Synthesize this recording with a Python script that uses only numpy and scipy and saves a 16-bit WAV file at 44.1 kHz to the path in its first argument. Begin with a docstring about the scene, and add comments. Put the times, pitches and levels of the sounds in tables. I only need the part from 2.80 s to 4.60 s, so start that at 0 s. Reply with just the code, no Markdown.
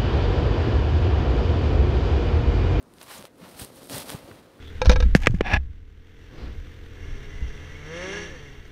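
"""A hand strokes a cat's head four times, outdoors and close to the microphone.
Stick-slip friction makes the sound: hairs slip past the skin as a dense, fine crackle, and single
tufts snap free. A fleece sleeve rubs and bumps softly against the microphone's holder, whose hollow
case resonates under the rubbing. Faint, dull wind lies behind."""
import sys
import numpy as np
from scipy import signal
from scipy.fft import rfft, irfft
from scipy.io import wavfile
from scipy.ndimage import uniform_filter1d

SR = 44100
rng = np.random.default_rng(int(sys.argv[2]) if len(sys.argv) > 2 else 0)


def materialize(psi):
    """Save the field psi as 16-bit PCM at rate SR to the path in sys.argv[1].

    A 1-D psi becomes a single channel; in a 2-D psi each row is a channel.
    """
    bounded = np.clip(np.atleast_2d(psi).T, -1, 1)
    quanta = np.round(bounded * 32767).astype(np.int16)
    wavfile.write(sys.argv[1], SR, quanta)


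N = 79380

# Stroke envelopes. Each row: time in seconds, relative levels in dB of hair, skin and sleeve.
FIRST_STROKE = [(.07, -72.5, -71.5, -65), (.17, -63.5, -66, -64.5), (.225, -52.5, -51.5, -69),
                (.255, -56, -56.5, -60), (.30, -47.5, -44.5, -50.5), (.338, -45, -45.5, -52),
                (.375, -49.5, -47.5, -54), (.40, -55.5, -51, -48.5), (.455, -55, -54, -55.5),
                (.485, -75, -63.5, -64)]
SECOND_STROKE = [(.55, -69.5, -70, -68), (.60, -62.5, -58, -49), (.635, -59.5, -50, -50),
                 (.69, -55.5, -55.5, -50), (.755, -57, -55, -55.5), (.788, -48, -53.5, -51),
                 (0.801, -41.5, -44, -44.5), (0.829, -40.5, -48, -39.5), (.858, -50, -53.5, -48),
                 (.91, -60.5, -59.5, -51)]
THIRD_STROKE = [(.94, -56, -58, -51.5), (1.015, -54.5, -55, -49), (1.084, -52, -59.5, -51),
                (1.102, -42, -49, -39.5), (1.135, -37.5, -40, -41), (1.18, -37.5, -41.5, -37),
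                (1.215, -41.5, -45.5, -43.5), (1.25, -51.5, -55, -46)]
FOURTH_STROKE = [(1.27, -47, -48.5, -44.5), (1.286, -44, -45.5, -44), (1.325, -45, -42.5, -41.5),
                 (1.375, -52.5, -49, -49), (1.42, -59, -54.5, -50.5), (1.465, -59.5, -55.5, -51),
                 (1.505, -60, -54, -45), (1.59, -63, -56, -54), (1.69, -73, -62, -57),
                 (1.8, -69.5, -61.5, -56)]
# Tufts snapping free. Each row: start in seconds, bright tick level in dB, duller knock level in dB.
TUFT_SNAPS = [(.0275, -39.5, -46), (.138, -36, -42), (.1845, -53, -34.5), (.2142, -40, -26),
              (.2170, -32, -30), (.2283, -31, -56), (.2300, -26, -33), (0.4256, -31, -30),
              (0.4533, -30, -26), (.4700, -38, -46), (.5835, -42, -58), (0.713, -36, -42),
              (.7955, -23, -25.5), (.7987, -18.5, -38), (.8005, -22, -38), (.8481, -19.5, -50),
              (.9590, -32, -58), (1.042, -30.5, -52), (1.073, -30, -52), (1.0979, -22.5, -23.5),
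              (1.1560, -18.5, -49), (1.1820, -14.5, -38), (1.2955, -26.5, -18), (1.3000, -19, -39),
              (1.3027, -15.5, -19), (1.3095, -28, -46), (1.3165, -32, -27), (1.486, -60, -49),
              (1.6645, -57, -50)]
# Finger drags on fur or sleeve. Each row: middle in seconds, half length in seconds, level in dB,
# band centre in Hz.
FINGER_DRAGS = [(0.311, 0.0076, -45, 940), (0.382, 0.006, -48.5, 6500), (0.398, 0.012, -46, 203),
                (0.445, 0.0048, -46.5, 555), (.622, 0.016, -47, 172), (.655, .022, -50.5, 1060),
                (0.829, 0.012, -42, 160), (1.133, 0.0038, -37.5, 4670), (1.138, .018, -40.5, 99),
                (1.515, 0.0021, -43.5, 1360), (1.793, 0.002, -54, 1190)]
# Soft bumps of the sleeve. Each row: start in seconds, level in dB, pitch in Hz.
SLEEVE_BUMPS = [(0.393, -44.5, 183), (.752, -43, 70), (0.8164, -29.5, 90), (1.274, -35, 296),
                (1.345, -24, 140), (1.44, -38.5, 80), (1.486, -36.5, 356), (1.516, -42.5, 117)]
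# Spectra of the sources. Each row: frequency in Hz, relative level in dB.
WIND_SPECTRUM = [(20, -6), (45, -5), (120, -3), (250, -0.5), (400, -2.5), (520, -6.5), (800, -14),
                 (1300, -15.5), (3000, -30.5), (9000, -35), (15500, -45)]
TICK_SPECTRUM = [(1000, -2), (4000, -12), (7000, -8), (8500, 6.5), (11000, 2), (15500, -5)]
KNOCK_SPECTRUM = [(100, -10), (400, 2.5), (1500, -1), (2300, -3), (3600, 1), (4800, -2.5), (6500, -6),
                  (12000, -43)]
SLEEVE_SPECTRUM = [(20, -41), (45, -12), (80, -7), (150, -2.5), (215, -3.5), (270, -3.5), (340, -8),
                   (560, -2.5), (750, -10), (1500, -26), (4000, -53.5)]
SKIN_SPECTRUM = [(250, -19), (600, 0), (950, 2.5), (1400, -1), (2400, -3.5), (3200, -5), (4200, -6),
                 (5500, -13.5), (9000, -19.5)]
HAIR_SPECTRUM = [(1500, -24.5), (3000, -1), (4200, 1), (5400, -0.5), (6300, -3.5), (7850, -4), (8200, 2),
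                 (10500, -0.5), (13000, -3), (15500, -8)]
# Resonances of the hollow case. Each row: frequency in Hz, bandwidth in Hz, gain in dB.
CASE_MODES = [(282, 25, 3), (395, 27, -8.5), (524, 36, -3.5)]


def undb(db):
    """Amplitude grows tenfold for every 20 dB."""
    return 10 ** (np.asarray(db) / 20)


def unit(x):
    """Normalisation brings a signal to an rms of 1."""
    return x / np.sqrt(np.mean(x ** 2) + 1e-18)


def impulse_response(spectrum, size=2048):
    """A magnitude spectrum determines one minimum-phase response, here scaled to a peak of 1."""
    hz, db = np.array(spectrum, float).T
    freq = np.maximum(np.arange(size // 2 + 1) * SR / size, 1)
    magnitude = undb(np.interp(np.log(freq), np.log(hz), db))
    cepstrum = irfft(np.log(magnitude))
    cepstrum[1:size // 2] *= 2  # folding onto positive time makes the response causal
    cepstrum[size // 2 + 1:] = 0
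    ring = irfft(np.exp(rfft(cepstrum)))
    return ring / np.abs(ring).max()


def colour(x, spectrum):
    """Convolution imposes a spectrum on an excitation."""
    return signal.fftconvolve(x, impulse_response(spectrum))[:N]


def drift(per_s):
    """A moving average smooths random steps into a fluctuation of rms 1."""
    hold = max(int(SR / per_s), 2)
    steps = rng.standard_normal(N)[np.arange(N) // hold]
    return unit(uniform_filter1d(steps, hold))


def slips(per_s, spread_db):
    """Stick-slip friction releases impulses at random moments: many weak, a few strong."""
    released = rng.random(N) < per_s / SR
    size = np.minimum(rng.exponential(size=N), 2 * np.e)
    sign = np.sign(rng.standard_normal(N))
    return unit(released * sign * undb(spread_db * size))


def wind():
    """Wind is broadband noise, strongest at low frequencies and drifting slightly in level."""
    level_db = -55.5 + drift(per_s=5.08)
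    return undb(level_db) * unit(colour(rng.standard_normal(N), WIND_SPECTRUM))


def sleeve_bumps(rise_s=0.0025, scuff_db=-14):
    """A padded impact is a heavily damped oscillation, here with a brief scuff of fleece."""
    out = np.zeros(N)
    scuff = undb(scuff_db) * unit(colour(rng.standard_normal(N), SLEEVE_SPECTRUM))
    for start, db, hz in SLEEVE_BUMPS:
        age = np.maximum(np.arange(N) / SR - start, 0)
        swell = age / rise_s * np.exp(1 - age / rise_s)
        out += undb(db) * swell * (np.sin(2 * np.pi * hz * age) + scuff)
    return out


def sleeve_rub():
    """Friction of the fleece drives the hollow case, whose resonances add to the rub."""
    rub = colour(slips(per_s=1100, spread_db=2.5), SLEEVE_SPECTRUM)
    ring = np.zeros(N)
    for hz, width, db in CASE_MODES:
        mode = signal.iirpeak(hz, hz / width, fs=SR)
        ring += undb(db) * signal.lfilter(*mode, rub)
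    return unit(rub + ring)


def finger_drags():
    """A dragging finger sticks and slips, giving a short swell of noise in one broad band."""
    out, t = np.zeros(N), np.arange(N) / SR
    for middle, half_length, db, hz in FINGER_DRAGS:
        band = signal.iirpeak(hz, Q=1.18, fs=SR)
        friction = slips(per_s=6200, spread_db=1.4)
        rasp = signal.lfilter(*band, signal.lfilter(*band, friction))
        swell = np.exp(-((t - middle) / half_length) ** 2 / 2)
        out += undb(db) * swell * unit(rasp)
    return out


def tuft_snaps(crumble_gain=0.037, crumble_s=0.00017):
    """A tuft's sudden release is an impulse, heard as a bright tick and a duller knock."""
    ticks, knocks = np.zeros((2, N))
    for start, tick_db, knock_db in TUFT_SNAPS:
        age = (np.arange(N) - int(start * SR)) / SR
        crumble = crumble_gain * np.exp(-np.abs(age) / crumble_s) * rng.standard_normal(N)
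        click = (age == 0) + (age > 0) * crumble  # neighbouring hairs follow the snap
        ticks += undb(tick_db) * click
        knocks += undb(knock_db) * click
    return colour(ticks, TICK_SPECTRUM) + colour(knocks, KNOCK_SPECTRUM)


def stroking(hair_db=-1.08, skin_db=-0.5, sleeve_db=-1.5, judder_db=1.2):
    """Friction noise of hair, skin and sleeve swells with each stroke; all three judder together."""
    times, *levels = np.vstack([FIRST_STROKE, SECOND_STROKE, THIRD_STROKE, FOURTH_STROKE]).T
    t = np.arange(N) / SR
    hair_swell, skin_swell, sleeve_swell = (undb(np.interp(t, times, db)) for db in levels)
    catches = undb(-16) * slips(per_s=120, spread_db=3)  # coarse hairs catch and let go
    hair = unit(colour(slips(per_s=14000, spread_db=3.3) + catches, HAIR_SPECTRUM))
    skin = unit(colour(slips(per_s=6000, spread_db=1.65) + catches, SKIN_SPECTRUM))
    rub = undb(hair_db) * hair_swell * hair
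    rub += undb(skin_db) * skin_swell * skin
    rub += undb(sleeve_db) * sleeve_swell * sleeve_rub()
    return rub * undb(judder_db * drift(per_s=110))


def scene():
    """By superposition, stroking, drags, snaps, bumps and wind add in one channel."""
    return (stroking() + finger_drags() + tuft_snaps() + sleeve_bumps() + wind())[None]


def record(dry, low_cut_hz=45, top_hz=15700):
    """Band limiting thins the deepest bass and cuts the highest treble."""
    highpass = signal.butter(2, low_cut_hz, "highpass", fs=SR, output="sos")
    lowpass = signal.ellip(12, .2, 80, top_hz, fs=SR, output="sos")
    return signal.sosfilt(lowpass, signal.sosfilt(highpass, dry))


dry = scene()
out = record(dry)
materialize(out)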